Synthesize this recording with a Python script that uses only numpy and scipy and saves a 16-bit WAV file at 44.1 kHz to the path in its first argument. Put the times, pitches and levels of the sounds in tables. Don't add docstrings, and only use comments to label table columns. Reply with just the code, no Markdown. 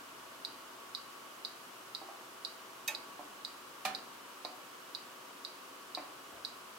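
import sys
import numpy as np
from scipy import signal
from scipy.fft import rfft, irfft, next_fast_len
from scipy.io import wavfile
from scipy.ndimage import map_coordinates

SR = 44100
rng = np.random.default_rng(int(sys.argv[2]) if len(sys.argv) > 2 else 0)


def bounce(signal):
    frames = np.transpose(np.atleast_2d(signal))
    limited = np.clip(frames, -1, 1)
    pcm = np.round(limited * 32767).astype(np.int16)
    wavfile.write(sys.argv[1], SR, pcm)


N = 298998
RING = np.arange(SR // 2) / SR


# (frequency [Hz], level [dB], decay [s], left-right [dB])
TIMER_PLATES = [(3870, 0.5, 0.012, -16.5), (4024, 1, 0.015, 1), (4517, 1.5, 0.012, -15),
                (4894, -1.5, 0.012, -9), (5240, -8, 0.015, 1), (5500, -16.5, 0.017, -14),
                (11100, -34, .025, 2)]
# (frequency [Hz], level [dB])
TIMER_CONTACT = [(2000, -30), (5500, -5), (7200, -10), (8200, 2), (9600, -8), (10900, 1.5), (12000, -12),
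                 (16000, -26)]
# (frequency [Hz], level [dB])
TICK_WASH = [(2500, -34), (3500, -26), (3850, 0), (4050, -1.5), (4250, -7), (4550, -2.5), (4850, -3),
             (5300, -18), (6200, -21.5), (12000, -45)]
# (frequency [Hz], level [dB], decay [s])
RACK_TONES = [(593, -14.5, 0.15), (830, -23, 0.32), (877, -19.5, 0.33), (1804, -9.5, 0.12),
              (2310, -25, .22), (2430, -20, .14), (2540, -22, 0.15), (2556, 2, 0.1), (2650, -26, 0.26),
              (3300, -19, 0.18), (3770, 1, 0.074), (4700, -16, .04), (6300, -5, 0.079), (9340, -9, 0.072),
              (13370, -12, .035)]
# (frequency [Hz], level [dB])
RACK_CRASH = [(180, -56), (300, -24), (885, -12), (1170, -22), (1780, -9), (2030, -13), (2570, 2),
              (2930, -16), (3830, -12), (4990, -12), (6200, -10.5), (9710, -18), (11300, -15), (13800, -10),
              (16000, -29)]
# (frequency [Hz], level [dB], decay [s])
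WALL_TONES = [(148, -22.5, 0.28), (209, -12, 0.35), (606, -15, 0.33), (643, -14, 0.43), (761, 1, 0.31),
              (1044, -12, 0.19), (1225, 1.5, 0.13), (1407, -14, .19), (1796, -10.5, 0.36), (2302, -12, .18),
              (2403, -3, .16), (2590, -15, .16)]
# (frequency [Hz], level [dB])
WALL_CRASH = [(59, -54), (100, -38), (189, -22), (535, -16), (752, -4), (970, -10.5), (1250, -5),
              (2000, -13), (2370, -7), (2690, -11.5), (4110, -11.5), (5770, -18), (16000, -28)]
# (frequency [Hz], level [dB])
LINGER = [(100, -14), (200, 4), (380, 6), (750, -2), (1300, 1), (2500, -9), (5000, -24), (12000, -45)]
# (frequency [Hz], decay [s])
KITCHEN_DECAY = [(200, 0.86), (1000, 0.44), (4500, 0.24), (9000, 0.19), (15000, .13)]
# (time [s], level [dB], pitch ratio [1], change of the thud's treble [dB])
KNOCKS = [(2.0144, -36.5, 1.06, -14), (2.0859, -36.5, 1.06, -3), (2.1130, -44, 1.094, -12),
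          (3.1915, -33.5, 0.97, -12), (4.448, -31.5, 0.995, 4.5), (5.9720, -29, 0.993, 5.5)]
# (frequency [Hz], level [dB], decay [s])
COUNTER_TONES = [(306, -15, 0.073), (630, -7.5, 0.043), (739, -8, 0.065), (883, -9, 0.028),
                 (1052, -12, 0.062), (1290, -27, 0.074)]
# (frequency [Hz], level [dB])
THUD = [(120, -35), (280, -2), (700, 8.5), (1100, 2), (1700, -4), (2400, 1), (3000, -14), (5000, -38)]
# (frequency [Hz], level [dB])
BUMP = [(30, -22), (70, -4), (110, 6), (170, -14), (350, -3), (700, 8), (1200, -25), (3000, -60)]
# (frequency [Hz], level [dB])
AIR = [(25, -52), (50, -60), (70, -44), (90, -25.5), (110, -17.5), (140, -12.5), (175, -13), (215, -7),
       (285, -4), (450, -5.5), (800, -7.5), (1130, -1), (1450, -4.5), (1900, -13.5), (2600, -45),
       (4400, -120)]
# (frequency [Hz], width [Hz], level [dB])
CAVITIES = [(1124, 41, 5), (1140, 49, -7), (943, 165, -1), (2936, 104, -3)]
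# (frequency [Hz], level [dB])
HUM = [(120, -82.5), (279, -72.5), (371, -67.5), (511, -73.5), (657, -69.5), (1125, -66.5)]
# (frequency [Hz], level [dB])
HISS = [(1180, -27.5), (2000, -4.5), (2640, -2.5), (3010, -2), (3710, -6), (5160, -7.5), (5680, -8),
        (7120, -9.5), (14800, -13.5), (16000, -15)]
# (frequency [Hz], side-middle [dB])
WIDTH = [(60, -30), (130, -14), (280, -9.5), (450, -4.5), (700, 0.5), (1150, -4.5), (1550, 0), (2300, 1.5),
         (2950, -1.5), (3600, -0.5), (8000, -2), (15000, -2)]
# (frequency [Hz], left-right [dB])
LEAN = [(60, -3), (110, 1), (200, 0.5), (380, 1), (700, 0.5), (1290, 3.5), (2380, -1.5), (4400, -2.0),
        (8120, -2.0), (15000, -2.0)]

FIRST_BEAT_S, BEAT_S = 0.4488, 0.5
TICK_DB, TICK_SCATTER_DB = -28.5, 0.7
SNAP_DB = -28.5
LINGER_DB, LINGER_RISE_S, LINGER_T60_S = -24.5, 0.036, 1.2
AIR_DB, HISS_DB = -55.5, -58
TOP_HZ = 15900


def amp(db):
    return 10 ** (np.asarray(db) / 20)


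def unit(x):
    return x / np.sqrt(np.mean(x ** 2) + 1e-20)


def along(points, hz):
    f, v = np.transpose(points)
    return np.interp(np.log(hz + 1), np.log(f + 1), v)


def pan(lean_db):
    return amp(np.array([[.5], [-.5]]) * lean_db)


def wobble(rate):
    points = rng.standard_normal(int(N * rate / SR) + 4)
    return map_coordinates(points, [np.arange(N) * rate / SR])


def filtered(x, response):
    n = x.shape[-1]
    m = next_fast_len(n + SR // 4)
    spectrum = rfft(x, m) * response(np.fft.rfftfreq(m, 1 / SR))
    return irfft(spectrum, m)[..., :n]


def noise(spectrum, width, size):
    white = rng.standard_normal((2, size))
    mid, side = filtered(white, lambda hz: amp(along(spectrum, hz)))
    side = filtered(side, lambda hz: amp(along(width, hz)))
    return np.array([mid + side, mid - side]) / np.std(mid)


def fade(attack, t60):
    rise = 1 - np.exp(-(RING / attack) ** 2)
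    return rise * amp(-60 * RING / t60)


def add(track, s, sound):
    i = round(s * SR)
    track[:, i:i + sound.shape[-1]] += sound[..., :N - i]


def scatter(decay, delay):
    hz, t, z = signal.stft(rng.standard_normal((2, len(RING))), SR, nperseg=256)
    z[1] *= np.minimum(hz / 900, 1)[:, None]
    dying = z * amp(-60 * t / along(decay, hz)[:, None])
    mid, side = signal.istft(dying, SR, nperseg=256)[1][:, :len(RING)]
    return np.array([mid + side, mid - side]) * np.clip(RING / delay - 1, 0, 1)


def echo(sound, cloud, db):
    wet = signal.fftconvolve(sound.mean(0)[None], cloud, axes=1)[:, :len(RING)]
    return amp(db) * np.std(sound) * wet / np.std(wet, axis=1, keepdims=True)


def timer(contact_db=-22, casing_db=-8.0, wash_db=-22, wash_t60=0.24, lag=0.000257):
    out = np.zeros((2, N))
    casing = scatter([(4000, 0.019)], delay=0.003)
    walls = noise(TICK_WASH, [(4000, 0)], len(RING))
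    for s in np.arange(FIRST_BEAT_S, N / SR, BEAT_S):
        contact = noise(TIMER_CONTACT, [(8000, 1)], len(RING)) * fade(attack=0.0005, t60=0.026)
        tick = amp(contact_db) * contact * pan(-1.5)
        for hz, mode_db, t60, lean_db in TIMER_PLATES:
            pitch = hz * (1 + rng.normal(0, .002))
            swing = np.cos(2 * np.pi * pitch * (RING - .0008))
            gain = amp(mode_db + rng.normal(0, .8))
            tick += gain * pan(lean_db) * swing * fade(attack=.0012, t60=t60)
        tick[0] = np.interp(RING - lag, RING, tick[0], left=0)
        near = echo(tick, casing, casing_db) * pan(-3)
        lingering = fade(.006, wash_t60) + amp(-12.5) * fade(0.01, 0.81)
        fresh = noise(TICK_WASH, [(4000, 0)], len(RING))
        wash = amp(wash_db) * (.8 * walls + .6 * fresh) * lingering * pan(-2)
        force = amp(TICK_DB + TICK_SCATTER_DB * rng.standard_normal())
        add(out, s, force * (tick + near + wash))
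    return out


def hot_metal():
    out = np.zeros((2, N))
    rack = snap(RACK_TONES, RACK_CRASH, ring_db=0.5, attack=0.0015, crash_t60=0.067,
                travel=0.013, side_db=-9.5, lean_db=-4.0, room_db=-6.0)
    add(out, 2.8762, amp(SNAP_DB) * rack)
    wall = snap(WALL_TONES, WALL_CRASH, ring_db=-6, attack=0.0034, crash_t60=0.096,
                travel=0.00212, side_db=-6.5, lean_db=-2.5, room_db=-3.0)
    add(out, 3.8482, amp(SNAP_DB) * wall)
    return out


def snap(modes, spectrum, ring_db, attack, crash_t60, travel, side_db, lean_db, room_db):
    width = [(150, side_db - 15), (1000, side_db), (6000, side_db + 6)]
    crash = noise(spectrum, width, len(RING)) * fade(attack, crash_t60)
    ring = 0
    for hz, db, t60 in modes:
        phase = rng.uniform(0, 2 * np.pi) + np.array([[.5], [-.5]]) * rng.normal(0, 0.15)
        ring = ring + amp(db) * np.sin(2 * np.pi * hz * RING + phase) * fade(0.0047, t60)
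    room = echo(crash, scatter(KITCHEN_DECAY, delay=0.0091), room_db)
    late = amp(LINGER_DB) * noise(LINGER, WIDTH, len(RING)) * fade(LINGER_RISE_S, LINGER_T60_S)
    return dispersed(crash + amp(ring_db) * ring + room, travel) * pan(lean_db) + late


def dispersed(x, travel):
    def response(hz):
        late = travel * np.maximum(np.sqrt(1000 / (hz + 100)) - .45, 0)
        turns = np.cumsum(late) * hz[1]
        return np.exp(-2j * np.pi * turns)
    return filtered(x, response)


def knocks(room_db=-1, thud_db=-18):
    out = np.zeros((2, N))
    for s, db, pitch, treble_db in KNOCKS:
        wood = 0
        for hz, level, t60 in COUNTER_TONES:
            swing = np.cos(2 * np.pi * hz * pitch * (RING - .003) + rng.normal(0, .4))
            wood = wood + amp(level) * swing * fade(.0025, t60)
        thud = noise(THUD, [(200, -22), (1000, -18)], len(RING)) * fade(0.0017, 0.14)
        thud = filtered(thud, lambda hz: amp(along([(1100, 0), (2000, treble_db)], hz)))
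        direct = amp(db) * pan(-2.5) * (wood / np.abs(wood).max() + amp(thud_db) * thud)
        add(out, s, direct + echo(direct, scatter(KITCHEN_DECAY, delay=0.0029), room_db))
    return out


def bump(db=-56):
    out = np.zeros((2, N))
    add(out, 6.315, amp(db) * noise(BUMP, WIDTH, len(RING)) * fade(attack=0.013, t60=0.67))
    return out


def background(cavity_db=-63.0):
    def cavities(f):
        return sum(amp(g) / (1 + (2 * (f - c) / w) ** 2) for c, w, g in CAVITIES)

    air = amp(AIR_DB) * noise(AIR, WIDTH, N)
    hollow = amp(cavity_db) * unit(filtered(rng.standard_normal(N), cavities))
    hum = 0
    for hz, level in HUM:
        gain = amp(level + 2.6 * wobble(1.97))
        hum = hum + gain * np.sin(2 * np.pi * hz * np.arange(N) / SR + hz / 700 * wobble(7))
    hiss = amp(HISS_DB) * noise(HISS, WIDTH, N)
    return filtered(air + hollow + hum + hiss, lambda hz: pan(along(LEAN, hz)))


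def mains(beat_hz=0.316, still_at=1.95):
    t = np.arange(N) / SR - still_at
    hum = np.sin(2 * np.pi * 60 * t)
    motor = .8 * np.sin(2 * np.pi * (60 - beat_hz) * t)
    return amp(-87) * (hum - motor)


def scene():
    return timer() + hot_metal() + knocks() + bump() + background() + mains()


def record(dry):
    return filtered(dry, lambda hz: hz < TOP_HZ)


dry = scene()
out = record(dry)
bounce(out)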